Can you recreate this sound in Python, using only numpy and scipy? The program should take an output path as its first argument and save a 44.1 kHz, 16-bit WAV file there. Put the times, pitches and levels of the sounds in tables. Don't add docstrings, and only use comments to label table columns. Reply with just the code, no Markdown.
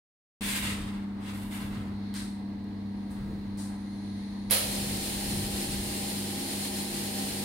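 import sys
import numpy as np
from scipy import signal
from scipy.fft import rfft, irfft
from scipy.io import wavfile

SR = 44100
rng = np.random.default_rng(int(sys.argv[2]) if len(sys.argv) > 2 else 0)


def to_wav(sig):
    pcm = np.clip(np.atleast_2d(sig), -1, 1) * 32767
    pcm = np.round(pcm).astype(np.int16)
    wavfile.write(sys.argv[1], SR, pcm.T)


N = 328104
T = np.arange(N) / SR
F = np.maximum(np.fft.rfftfreq(N, 1 / SR), 1)
START_S, VALVE_S, JET_S = .408, 4.4985, 4.509
OPPOSITE = np.array([[1], [-1]])


def undb(db):
    return 10 ** (np.asarray(db) / 20)


def curve(rows, column=1):
    rows = np.array(rows)
    return np.interp(T, rows[:, 0], rows[:, column])


def colour(rows, column=1):
    rows = np.array(rows)
    return undb(np.interp(np.log(F), np.log(rows[:, 0]), rows[:, column]))


def resonances(rows):
    return undb(sum(db / (1 + (2 * (F - hz) / width_hz) ** 2) for hz, width_hz, db in rows))


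def normal(gain):
    return gain / np.sqrt(np.mean(gain ** 2) * SR / 2)


def shape(x, gain):
    return irfft(rfft(x) * gain, N)


def noise(gain):
    return shape(rng.standard_normal(N), gain) * np.sqrt(SR / 2)


def unit(x):
    return x / np.std(x)


def wander(rate_hz):
    return unit(noise(np.exp(-(F / rate_hz) ** 2)))


def swell(at, rise, decay=np.inf):
    age = np.maximum(T - at, 0)
    return (1 - np.exp(-age / rise)) * np.exp(-age / decay)


def room_noise(gain, push, direct_db, t60, right_db=0):
    keep = np.exp(-2 * np.log(1000) / (t60 * SR))
    lingering = np.sqrt(signal.lfilter([1 - keep], [1, -keep], push ** 2))
    wall_share = 1 / (1 + undb(direct_db) ** 2) / (1 + (380 / F) ** 4)
    direct = noise(gain * np.sqrt(1 - wall_share)) * push * undb(-right_db * OPPOSITE)
    return direct + np.array([noise(gain * np.sqrt(wall_share)) for side in range(2)]) * lingering


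def tone(hz, db, waver_db):
    lag = rng.standard_normal() * min(hz / 1100, 1) * OPPOSITE
    phase = 2 * np.pi * (hz * T + rng.random()) + 0.035 * waver_db * wander(3.9)
    return np.sqrt(2) * undb(db + waver_db * wander(5.1)) * np.sin(phase + lag)


# (frequency [Hz], level [dB])
FAN_COLOUR = [(15, -98), (33, -72), (80, -79.5), (240, -71), (350, -77), (560, -85), (820, -82.5),
              (1100, -87), (1400, -95.5), (2000, -95), (2900, -100), (5000, -106), (7000, -114),
              (15800, -116)]
# (pitch [Hz], level [dB], waver [dB])
HUM_NOTES = [(99.9, -47, 2.5), (122.2, -61, 2.5), (199.95, -36.5, 0.84), (233.2, -47.5, 1.2),
             (282.5, -51, -0.5), (300.7, -50, 1.5), (326.4, -60.5, 1), (400, -69.5, 1.5)]
def cabinet():
    spread = 1 / (1 + (520 / F) ** 2) / 2
    middle = noise(colour(FAN_COLOUR) * np.sqrt(1 - spread))
    sides = noise(colour(FAN_COLOUR) * np.sqrt(spread))
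    fans = (middle + sides * OPPOSITE) * undb(0.89 * wander(11))
    hum_gain = undb(0.8 - 1.5 * swell(JET_S, 0.041))
    return fans + hum_gain * sum(tone(*row) for row in HUM_NOTES)


# (multiple of the shaft rate, level [dB])
PUMP_NOTES = [(15, -68), (17, -67), (19, -66), (31, -76), (33, -74), (35, -77), (37, -77), (39, -77),
              (41, -76)]
def pump(shaft_hz=49.6):
    return sum(tone(shaft_hz * k, db, waver_db=1.7) for k, db in PUMP_NOTES)


# (frequency [Hz], level [dB])
RUMBLE_COLOUR = [(12, -89), (32, -51), (65, -49.5), (130, -62), (260, -63), (450, -68), (900, -100)]
# (middle time [s], half length [s], rumble [dB], bump [dB])
HOSE_SWINGS = [(.45, 0.16, -41.5, -60), (0.748, 0.2, -39.5, -43.5), (1.752, 0.18, -39.5, -43),
               (3.278, 0.19, -40, -41), (4.856, 0.37, -41.5, -42.5), (5.4, .2, -38, -39),
               (5.757, .14, -40.5, -42)]
def swings(resting_db=-51.5):
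    rumble_power, bump_power = undb(resting_db) ** 2, 0
    for at, half_s, rumble_db, bump_db in HOSE_SWINGS:
        bell = np.exp(-2 * ((T - at) / half_s) ** 2)
        rumble_power += bell * undb(rumble_db) ** 2
        bump_power += bell * undb(bump_db) ** 2
    deep = colour(RUMBLE_COLOUR)
    rumble = unit(noise(deep)) + undb(-17.5) * unit(noise(deep)) * OPPOSITE
    bump = unit(noise(1 / np.sqrt((1 + (105 / F) ** 8) * (1 + (F / 140) ** 8))))
    return rumble * np.sqrt(rumble_power) + bump * np.sqrt(bump_power)


# (start [s], rise [s], hold [s], sliding speed [dB], brightness [dB])
HOSE_PULLS = [(0.383, 0.059, 0.11, -1, 4.5), (0.603, 0.049, 0.016, 1.5, -4.5),
              (0.83, 0.026, 0.075, -18, -9), (1.177, 0.084, 0.04, -12.5, 0),
              (1.326, 0.018, 0.28, -21.5, 16.5), (1.485, .025, .04, -13, 9), (1.537, .05, .03, -10.5, -12),
              (1.704, 0.029, .02, -14, -9), (3.083, 0.037, .08, -22, -20),
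              (3.583, 0.037, 0.041, -21.5, -31)]
def friction(db, exponent, bright_share=0, slowing_db_per_s=67):
    power = 0
    for at, rise, hold, speed_db, bright_db in HOSE_PULLS:
        slowing_db = slowing_db_per_s * np.maximum(T - at - rise - hold, 0)
        speed = np.clip((T - at) / rise, 0, 1) * undb(speed_db - slowing_db)
        power += (speed ** exponent * undb(bright_share * bright_db)) ** 2
    return undb(db) * np.sqrt(power)


# (frequency [Hz], level [dB])
DRAG_COLOUR = [(200, -89), (600, -80.5), (1200, -73), (2100, -68.5), (3500, -71.5), (4600, -74.5),
               (6500, -84), (12000, -105)]
SWISH_COLOUR = [(2000, -100), (5000, -89), (7000, -78), (8300, -73.5), (10000, -79), (13000, -84),
                (15800, -91)]
# (frequency [Hz], width [Hz], boost [dB])
SLEEVE_PEAKS = [(557, 160, 6.5), (1020, 220, 6), (2090, 380, 2.5), (2730, 240, 3), (3600, 440, 4)]
def hose(echo_s=.00146, drift_s=.00012):
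    grip = undb(1.25 * wander(21) + 1.7 * wander(400))
    drag, fine = colour(DRAG_COLOUR) * resonances(SLEEVE_PEAKS), colour(SWISH_COLOUR)
    low = 1 / (1 + (F / 1450) ** 8)
    top = 1 / (1 + (10500 / F) ** 12)
    scrape = room_noise(normal(drag * np.sqrt(1 - low)), grip * friction(-36, 1.14, 0.26), -13, t60=.11)
    rub = room_noise(normal(drag * np.sqrt(low)), grip * friction(-45.5, 0.55), -8, t60=.15)
    earlier = T - echo_s - drift_s * wander(2)
    echo = 0.2 * np.array([np.interp(earlier, T, side) for side in scrape + rub])
    swish = room_noise(normal(fine * (1 - top)), grip * friction(-41, 1.34, 0.56), -7.5, t60=.11)
    sizzle = room_noise(normal(fine * top), grip * friction(-41, 1.39, 1), -16, t60=.11)
    return scrape + rub + echo + swish + sizzle


# (frequency [Hz], boost [dB])
WRAP_COLOUR = [(800, 11), (1300, 11), (1900, 6.5), (2800, -2), (4000, 5), (5000, -0.5), (7000, -3),
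               (8500, 2), (10000, -2.5)]
# (time [s], level [dB], tick boost [dB], rise [s], decay [s], low edge [Hz], high edge [Hz])
WRAP_SCUFFS = [(2.14, -78, 5.5, 0.0046, 0.056, 1890, 11300), (2.642, -112, 20, .002, .01, 7040, 15000),
               (3.1, -79.5, -10, 0.01, 0.02, 11500, 11800), (3.573, -76, -7, 0.0096, 0.042, 5740, 10700)]
def scuffs():
    out = 0
    grip = undb(2 * wander(250))
    for at, db, tick_db, rise, decay, low_hz, high_hz in WRAP_SCUFFS:
        ring = colour(WRAP_COLOUR) * undb(db) / np.sqrt(1 + (low_hz / F) ** 4)
        slide_colour = ring / np.sqrt(1 + (F / high_hz) ** 8)
        tick_colour = ring / np.sqrt(1 + (F / high_hz / 2) ** 8)
        slide = room_noise(slide_colour, grip * swell(at, rise, decay), direct_db=-10, t60=.4)
        tick = noise(tick_colour) * undb(tick_db - 4) * swell(at, .0002, .0018)
        out += slide + tick
    return out


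# (frequency [Hz], level [dB])
LEAK_COLOUR = [(1200, -112), (1650, -102), (2000, -89.5), (2400, -102), (3000, -105), (3600, -94.5),
               (4200, -92.5), (5300, -102), (6400, -99), (7500, -112), (8800, -106), (10700, -102),
               (11800, -114), (15800, -120)]
# (frequency [Hz], width [Hz], boost [dB])
NOZZLE_PEAKS = [(556, 140, -0.5), (763, 30, 6), (3250, 150, 1.5), (3950, 100, 2), (4230, 230, 6),
                (4930, 42, 4.5), (5340, 52, 7), (9000, 200, 3), (13900, 300, 4)]
# (time [s], body level [dB], treble level [dB])
LEAK_LEVELS = [(1.8, -67, -90), (2.05, -56, -72), (2.5, -63, -89), (3.0, -62.5, -72), (3.35, -60.5, -76),
               (3.8, -60, -66), (4.2, -54.5, -63.5), (4.45, -57, -66.5)]
def leak():
    hiss = colour(LEAK_COLOUR)
    high = 1 / (1 + (5500 / F) ** 8)
    body_colour = normal(hiss * resonances(NOZZLE_PEAKS) * (1 - high))
    body = room_noise(body_colour, undb(curve(LEAK_LEVELS)), direct_db=-29, t60=.3)
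    beam = room_noise(normal(hiss * high), undb(curve(LEAK_LEVELS, column=2)), direct_db=-12, t60=.25)
    return body + beam


# (multiple of the sweep rate, level [dB])
MIRROR_NOTES = [(4, -60.5), (6, -51), (8, -50), (10, -54), (11, -48), (12, -54), (14, -49), (15, -50.5),
                (16, -55.5), (17, -60), (19, -57), (20, -61.5), (23, -63), (25, -62), (32, -55.5),
                (33, -57.5), (34, -69), (38, -64), (75, -63), (79, -75)]
def mirror(sweep_hz=24.39):
    return swell(JET_S, 0.15) * sum(tone(sweep_hz * k, db, waver_db=2.57) for k, db in MIRROR_NOTES)


# (frequency [Hz], level [dB])
JET_COLOUR = [(60, -88), (200, -67.5), (380, -74.5), (600, -74), (850, -77), (1250, -84), (2000, -78),
              (3700, -76.5), (5000, -78), (5900, -81), (7000, -78), (9000, -77.5), (12000, -77),
              (15800, -84)]
SPURT_COLOUR = [(150, -83), (380, -74), (540, -57), (750, -67.5), (1250, -64.5), (2000, -62.5),
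                (3000, -61.5), (4000, -61), (6000, -65.5), (8000, -63), (10500, -55), (15800, -68)]
GAS_LINE_COLOUR = [(300, -100), (430, -66), (510, -49), (620, -52.5), (760, -70), (1100, -100)]
def gas(settle_s=0.48, hold_s=0.02, empty_s=0.022):
    nozzle, burst = resonances(NOZZLE_PEAKS), colour(SPURT_COLOUR)
    age = np.maximum(T - JET_S, 0)
    surge_db = 3 * np.exp(-age / settle_s)
    flow = swell(JET_S, .02) * undb(-0.82 + surge_db + 0.9 * wander(13))
    jet = room_noise(colour(JET_COLOUR) * nozzle, flow, direct_db=-19, t60=.25)
    snap = undb(-5) * swell(VALVE_S, .00045, .012)
    crack = room_noise(burst / (1 + (F / 8000) ** 2), snap, direct_db=-8, t60=.27)
    pressure = (T > JET_S) * np.exp(-np.maximum(age - hold_s, 0) / empty_s)
    spurt = undb(2.5 + 2 * wander(300)) * pressure
    high = 1 / (1 + (9000 / F) ** 8)
    body = room_noise(burst * nozzle * (1 - high), undb(-0.5) * spurt, direct_db=-12, t60=.57)
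    front = undb(9) * swell(JET_S, .0001, .0011)
    beam = room_noise(burst * high, spurt + front, direct_db=-8.5, t60=.45, right_db=7)
    ring = room_noise(colour(GAS_LINE_COLOUR), swell(JET_S, .0026, .056), direct_db=-9, t60=.85)
    return jet + crack + body + beam + ring


def scene():
    return cabinet() + pump() + hose() + scuffs() + swings() + leak() + gas() + mirror()


def standing_waves(count=700):
    grid = np.linspace(0, SR / 2, count)
    depth_db = 2.8 / (1 + (700 / F) ** 2) / np.sqrt(1 + (F / 6000) ** 2)
    return np.array([undb(depth_db * np.interp(F, grid, rng.standard_normal(count))) for _ in range(2)])


def ring_after(gain):
    cepstrum = irfft(np.log(gain), N)
    forward_only = np.r_[1, np.full(N // 2 - 1, 2), np.zeros(N - N // 2)]
    return np.exp(rfft(cepstrum * forward_only))


def gain_control(x, limit_db=-29, ratio=1.8, memory_s=0.076):
    keep = np.exp(-1 / (memory_s * SR))
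    power = signal.lfilter([1 - keep], [1, -keep], np.mean(x ** 2, axis=0))
    over = np.maximum(np.sqrt(np.abs(power)) / undb(limit_db), 1)
    return x * over ** (1 / ratio - 1)


# (frequency [Hz], left [dB], right [dB])
MIC_COLOUR = [(176, -1.03, -1.8), (303, -1.1, -1.6), (594, 0.5, 0), (4700, 0, 1), (7050, 2, -2.5),
              (8030, 1.5, -7), (8830, 7, -3.5), (9410, 7, -2.5), (9600, -10, 5.5), (11300, -9, 1),
              (13400, -5.5, -2.5), (15800, -8, 0.5)]
def record(dry, top_hz=15800):
    sides = np.array([colour(MIC_COLOUR), colour(MIC_COLOUR, column=2)]) * standing_waves()
    heard = shape(dry, ring_after(sides)) * swell(START_S, 0.00068)
    treble_cut = signal.ellip(12, .1, 80, top_hz, fs=SR, output="sos")
    return signal.sosfilt(treble_cut, gain_control(heard))


dry = scene()
out = record(dry)
to_wav(out)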